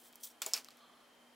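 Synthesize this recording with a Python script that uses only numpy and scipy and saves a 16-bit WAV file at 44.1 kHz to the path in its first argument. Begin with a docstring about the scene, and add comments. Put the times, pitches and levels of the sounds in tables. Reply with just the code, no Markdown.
"""A small quiet room, close by: a metal carving tool is turned in the fingers and set against a block.
It rubs and ticks lightly, scrapes once, then clicks sharply three times as it knocks on the block.
Small ticks and a soft slide follow, over faint room noise with a low hum.
Contacts are noise bursts plus damped modes of tool and block, each with a short room wash;
friction is grainy noise through resonances."""
import sys
import numpy as np
from scipy import signal
from scipy.fft import rfft, irfft, next_fast_len
from scipy.io import wavfile
from scipy.ndimage import map_coordinates

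SR = 44100
rng = np.random.default_rng(int(sys.argv[2]) if len(sys.argv) > 2 else 0)


def wrap_up_sound(samples):
    """Save the sound to the file named by the first command line argument, as 16-bit audio."""
    columns = np.atleast_2d(samples).T
    # keep every value between -1 and 1, then stretch to whole-number steps
    tamed = np.clip(columns, -1, 1)
    steps = np.round(tamed * 32767).astype(np.int16)
    wavfile.write(sys.argv[1], SR, steps)


N = 59535

# stereo width of washes and rubbing: freq_hz, side_over_mid_db
ROOM_WIDTH = [(300, -28), (1000, -38), (2500, -44), (4500, -31), (8000, -15), (14000, -16.5)]


def amp(db):
    """Decibels to gain."""
    return 10 ** (np.asarray(db) / 20)


def unit(x):
    """Scale to rms 1."""
    return x / np.sqrt(np.mean(x ** 2) + 1e-20)


def along(points, hz):
    """Interpolate (freq_hz, value) points on a log axis."""
    freqs_hz, values = np.transpose(points)
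    return np.interp(np.log(hz + 1), np.log(freqs_hz + 1), values)


def tilted(colour, db_per_oct):
    """Add a slope to a spectrum."""
    return [(hz, db + db_per_oct * np.log2(hz)) for hz, db in colour]


def filtered(x, response):
    """Zero-phase filter with gain response(hz)."""
    size = next_fast_len(N + 8192)
    return irfft(rfft(x, size) * response(np.fft.rfftfreq(size, 1 / SR)), size)[..., :N]


def highpass(x, cut_hz):
    """Second-order bass cut."""
    return signal.sosfilt(signal.butter(2, cut_hz, "highpass", fs=SR, output="sos"), x)


def noise(colour):
    """Coloured noise, rms 1."""
    return unit(filtered(rng.standard_normal(N), lambda hz: amp(along(colour, hz))))


def wide_noise(colour, width):
    """Coloured stereo noise from independent mid and side."""
    mid = noise(colour)
    side = filtered(noise(colour), lambda hz: amp(along(width, hz)))
    return np.array([mid + side, mid - side])


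def resonant_noise(modes):
    """Noise through narrow resonances, rms 1."""
    body = lambda f: sum(amp(db) / (1 + ((f - hz) / width_hz) ** 2) for hz, width_hz, db in modes)
    return unit(filtered(rng.standard_normal(N), body))


def wobble(rate_hz):
    """Smooth random curve, rate_hz knots a second."""
    knots = rng.standard_normal(4096)
    return map_coordinates(knots, [np.arange(N) * rate_hz / SR], mode="wrap")


def since(start_s):
    """Seconds since start_s, zero before."""
    return np.maximum(np.arange(N) - round(start_s * SR), 0) / SR


def attack(t, rise_s):
    """Exponential rise to 1."""
    return 1 - np.exp(-t / rise_s)


def fade(t, t60_s):
    """Exponential decay, silent before its start."""
    return (t > 0) * amp(-60 * t / t60_s)


def ring(t, modes):
    """Damped modes struck at t = 0; the air follows their acceleration."""
    velocity = lambda hz, t60_s: fade(t, t60_s) * np.sin(2 * np.pi * hz * t)
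    return sum(amp(db) * np.diff(velocity(hz, t60_s), prepend=0) / (2 * np.sin(np.pi * hz / SR))
               for hz, db, t60_s in modes)


def background():
    """Steady room noise, a wavering low hum, a thin band of hiss near 3 kHz and a faint thin band near 11 kHz."""
    air_colour = [(25, -18.5), (60, -17.5), (110, -12.5), (170, -6), (260, -1), (400, -0.5), (700, 1),
                  (1200, -3.5), (1800, -5), (2700, -9), (4000, -11.5), (6000, -15), (10000, -18),
                  (15500, -23)]  # freq_hz, density_db
    air_width = [(40, 5), (130, -8), (300, -9.5), (600, -7), (1500, -7), (4000, -5), (12000, -10)]  # freq_hz, side_over_mid_db
    hiss_bands = [(3140, 73, -75.5), (11160, 41, -86)]  # centre_hz, width_hz, level_db
    air_db, hum_db, hum_hz, waver_db = -66, -76, 241, 1.8
    hum_peak = np.sqrt(2) * amp(hum_db + waver_db * wobble(rate_hz=8))
    hum = hum_peak * np.sin(2 * np.pi * hum_hz * since(0))
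    hiss = sum(amp(db) * resonant_noise([(hz, width_hz, 0)]) for hz, width_hz, db in hiss_bands)
    return amp(air_db) * wide_noise(air_colour, air_width) + hum + hiss


def room(t, db_per_oct=0):
    """Reflections of one contact: a grainy wash that dies faster after a short hold."""
    colour = [(120, -28), (300, -8.5), (700, -3.5), (1300, 2.5), (1800, 0), (2500, 5), (3300, 1), (5200, 4),
              (7400, -1), (10000, -4.5), (15000, -8.5)]  # freq_hz, gain_db
    delay_s, hold_s, late_t60_s, grain_db = 0.0013, 0.046, 0.25, 1
    t = np.maximum(t - delay_s, 0)
    wash = wide_noise(tilted(colour, db_per_oct), ROOM_WIDTH)
    grain = amp(grain_db * wobble(rate_hz=1100))  # single reflections stand out
    late_loss = amp(-60 * np.maximum(t - hold_s, 0) / late_t60_s)
    return unit(wash * grain) * attack(t, rise_s=0.00039) * fade(t, t60_s=0.27) * late_loss


def slide():
    """The tool drags unevenly on the block; the high resonances fade as it slows."""
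    envelope = [(.74, -81), (.8, -72), (.845, -66.5), (.88, -71.5), (.94, -68), (1.0, -70), (1.045, -68),
                (1.09, -73), (1.14, -90)]  # time_s, level_db
    # low and high resonances: centre_hz, width_hz, gain_db
    body_modes = [(1160, 95, 3), (1420, 70, -9), (715, 97, -7)]
    edge_modes = [(3370, 170, -1), (4140, 220, -3)]
    edge_start_db, dulling_db_per_s, grain_db = 2.5, 40, 2
    level_db = np.interp(since(0), *np.transpose(envelope), left=-120, right=-120)
    edge_db = edge_start_db - dulling_db_per_s * since(envelope[0][0])
    grip = unit(amp(grain_db * wobble(rate_hz=130)))
    body = resonant_noise(body_modes)
    edge = amp(edge_db) * resonant_noise(edge_modes)
    return amp(level_db) * grip * (body + edge)


def rub():
    """Grainy friction of the turning tool through its resonances, swelling into a short scrape."""
    envelope = [(0, -61.5), (.03, -65.5), (.06, -60), (.085, -63), (.11, -76), (.17, -70), (.197, -78),
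                (0.2, -66), (0.228, -60), (0.236, -44.5), (.25, -46.5), (.261, -53), (0.274, -50),
                (.292, -60.5), (.315, -63.5), (.34, -77), (0.412, -89), (.465, -56), (0.486, -48.5),
                (.52, -72)]  # time_s, level_db
    colour = [(1500, -35), (2700, -18), (3200, 0.5), (4500, 0.5), (5800, -1.5), (9000, 1.5), (10700, -0.5),
              (12500, 2.5), (14800, 2), (16000, 0)]  # freq_hz, gain_db
    tool_modes = [(3280, 160, 4.5), (5640, 146, 2), (6200, 230, 3.5), (7700, 270, 5), (8500, 170, 4),
                  (10530, 130, 9), (14750, 550, 4)]  # centre_hz, width_hz, boost_db
    grain_db = 1.5
    level_db = np.interp(since(0), *np.transpose(envelope), right=-120)
    friction = amp(grain_db * wobble(rate_hz=710)) * wide_noise(colour, ROOM_WIDTH)
    body = lambda f: amp(sum(db / (1 + ((f - hz) / width_hz) ** 2) for hz, width_hz, db in tool_modes))
    return amp(level_db) * unit(filtered(friction, body))


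def ticks():
    """Light touches: one brief mode, a bright snap and a faint room wash."""
    # start_s, ring_db, pitch_hz, ring_t60_s, snap_db, snap_t60_s, room_db
    touches = [(0.1275, -52, 14100, .005, -54, 0.01, -78), (0.1337, -44.5, 3100, 0.0023, -54, .003, -72),
               (0.1568, -45, 8600, 0.0014, -34, 0.0036, -74), (0.1589, -59, 6100, .002, -52, 0.014, -78),
               (0.211, -50, 13800, .006, -59, .008, -90), (0.2354, -39.5, 5920, 0.015, -41, 0.012, -65.5),
               (0.243, -32, 14600, 0.0052, -42.5, 0.012, -71), (0.2535, -36, 14700, .012, -48, .008, -72),
               (0.303, -60, 5600, 0.075, -66, .01, -76), (0.513, -67, 5150, .006, -53, 0.013, -56),
               (0.5641, -50, 11700, .006, -38.5, .02, -54), (0.566, -37.5, 2540, 0.014, -44, 0.015, -58.5),
               (0.5770, -33, 4800, 0.0079, -48, .005, -61), (0.5835, -42, 10900, 0.0046, -43, 0.0091, -71),
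               (0.646, -37.5, 5640, 0.002, -48.5, 0.015, -61.5),
               (0.6861, -39, 4110, 0.0056, -55, .012, -78), (0.6862, -46.5, 1170, 0.018, -70, .014, -73),
               (0.706, -44, 4500, 0.0033, -60, .014, -63.5), (0.771, -55, 12900, .004, -62, .014, -68),
               (1.004, -58.5, 4050, .007, -74, .006, -82)]
    snap_colour = [(1000, -35), (2400, -35), (3300, -9), (6000, 6.5), (9000, 0.5), (14000, 3), (16000, 1.5)]  # freq_hz, gain_db
    out = np.zeros((2, N))
    for start_s, ring_db, pitch_hz, ring_t60_s, snap_db, snap_t60_s, room_db in touches:
        t = since(start_s)
        snap = amp(snap_db) * noise(snap_colour) * fade(t, snap_t60_s)
        out += ring(t, [(pitch_hz, ring_db, ring_t60_s)]) + snap + amp(room_db) * room(t)
    return out


def knocks():
    """The block knocks on the cloth-covered table: hollow modes and a lingering wash."""
    impacts = [(0.4640, -43, .95), (0.5385, -53, 1.03), (0.585, -54, .64)]  # start_s, level_db, pitch_ratio
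    block_modes = [(434, -3, 0.087), (515, -6, 0.075), (680, -2.5, 0.071), (1054, -4, 0.042),
                   (2368, -10, 0.19)]  # base_hz, gain_db, base_t60_s
    wash_colour = [(250, -25), (420, -11.5), (700, 1), (1000, -4), (2500, -18)]  # freq_hz, gain_db
    wash_db = -6.5
    out = np.zeros((2, N))
    for start_s, level_db, pitch_ratio in impacts:
        t = since(start_s)
        wash = amp(wash_db) * wide_noise(wash_colour, ROOM_WIDTH) * fade(t, t60_s=0.2)
        out += amp(level_db) * (ring(t * pitch_ratio, block_modes) + wash) * attack(t, rise_s=0.00058)
    return out


def clicks():
    """Hard contacts crack, snap, ring and rattle the tool; the last two merge into one click."""
    # start_s, crack_db, crack_t60_s, low_db, high_db, rattle_db, room_db, db_per_oct, cut_hz, snap_db
    contacts = [(0.4187, -34, 0.058, -41, -38, -35, -43, -0.5, 526, -45),
                (0.4630, -33, 0.022, -45, -27, -68, -48, 2, 90, -38),
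                (0.5355, -25.5, 0.0082, -19, -19.5, -46, -40, 1.7, 120, -25),
                (0.5399, -46, 0.0093, -23, -37, -43, -44, -1.5, 122, -35)]
    # two mode groups of the tool, and its loose parts: pitch_hz, gain_db, t60_s
    low_modes = [(3490, -14.5, 0.0066), (4559, -26, 0.1), (4772, -15, 0.045), (5031, -14, 0.036),
                 (5272, -19.5, 0.095), (5280, 10, 0.0041), (5448, -19, 0.07), (5588, -23, .05),
                 (5948, -22, .05)]
    high_modes = [(6750, -16, 0.022), (6980, -14.5, 0.058), (7120, -25, 0.027), (7200, -20, 0.045),
                  (7500, -20, 0.015), (7280, 15, 0.0032), (7800, -16, .02), (8470, -22, 0.07)]
    rattle_modes = [(1404, 4.5, 0.0092), (2470, -1, 0.025), (3490, 4, .02), (3890, -14, 0.013),
                    (5150, 0.5, .02), (5910, -1.5, 0.025), (7100, 5, 0.012), (7630, 2.5, 0.021),
                    (14160, -2, 0.019)]
    # spectra of the contact noise and its first instant: freq_hz, gain_db
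    crack_colour = [(120, -27), (400, -13), (900, -10.5), (1340, -9.5), (2000, -10.5), (3500, -8),
                    (4200, -1), (5200, -5), (7600, -5.5), (9000, -8), (11500, -9), (15500, -7)]
    snap_colour = [(3000, -19), (7000, -9), (10500, 1), (16000, -4)]
    out = np.zeros((2, N))
    for (start_s, crack_db, crack_t60_s, low_db, high_db,
         rattle_db, room_db, db_per_oct, cut_hz, snap_db) in contacts:
        t = since(start_s)
        crack = amp(crack_db) * noise(tilted(crack_colour, db_per_oct)) * fade(t, crack_t60_s)
        wash = amp(room_db) * room(t, db_per_oct)
        snap = amp(snap_db) * noise(snap_colour) * fade(t, t60_s=0.0056)
        metal = amp(low_db) * ring(t, low_modes) + amp(high_db) * ring(t, high_modes)
        metal *= attack(t, rise_s=0.00061)
        rattle = amp(rattle_db) * ring(t, rattle_modes) * attack(t, rise_s=0.0005)
        out += highpass(crack + wash + snap + metal + rattle, cut_hz)
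    return out


def scene():
    """Handling sounds, treble slightly to the left, over the background."""
    balance = [(300, -1.5), (7000, 0), (14500, 2)]  # freq_hz, left_over_right_db
    pan = lambda hz: amp(np.outer([.5, -.5], along(balance, hz)))
    handling = clicks() + knocks() + ticks() + rub() + slide()
    handling = highpass(handling, cut_hz=260)  # small objects radiate little bass
    return filtered(handling, pan) + background()


def record(dry):
    """Steep low-pass at the top of the treble."""
    top_hz = 15800
    return filtered(dry, lambda hz: 1 / np.sqrt(1 + (hz / top_hz) ** 300))


dry = scene()
out = record(dry)
wrap_up_sound(out)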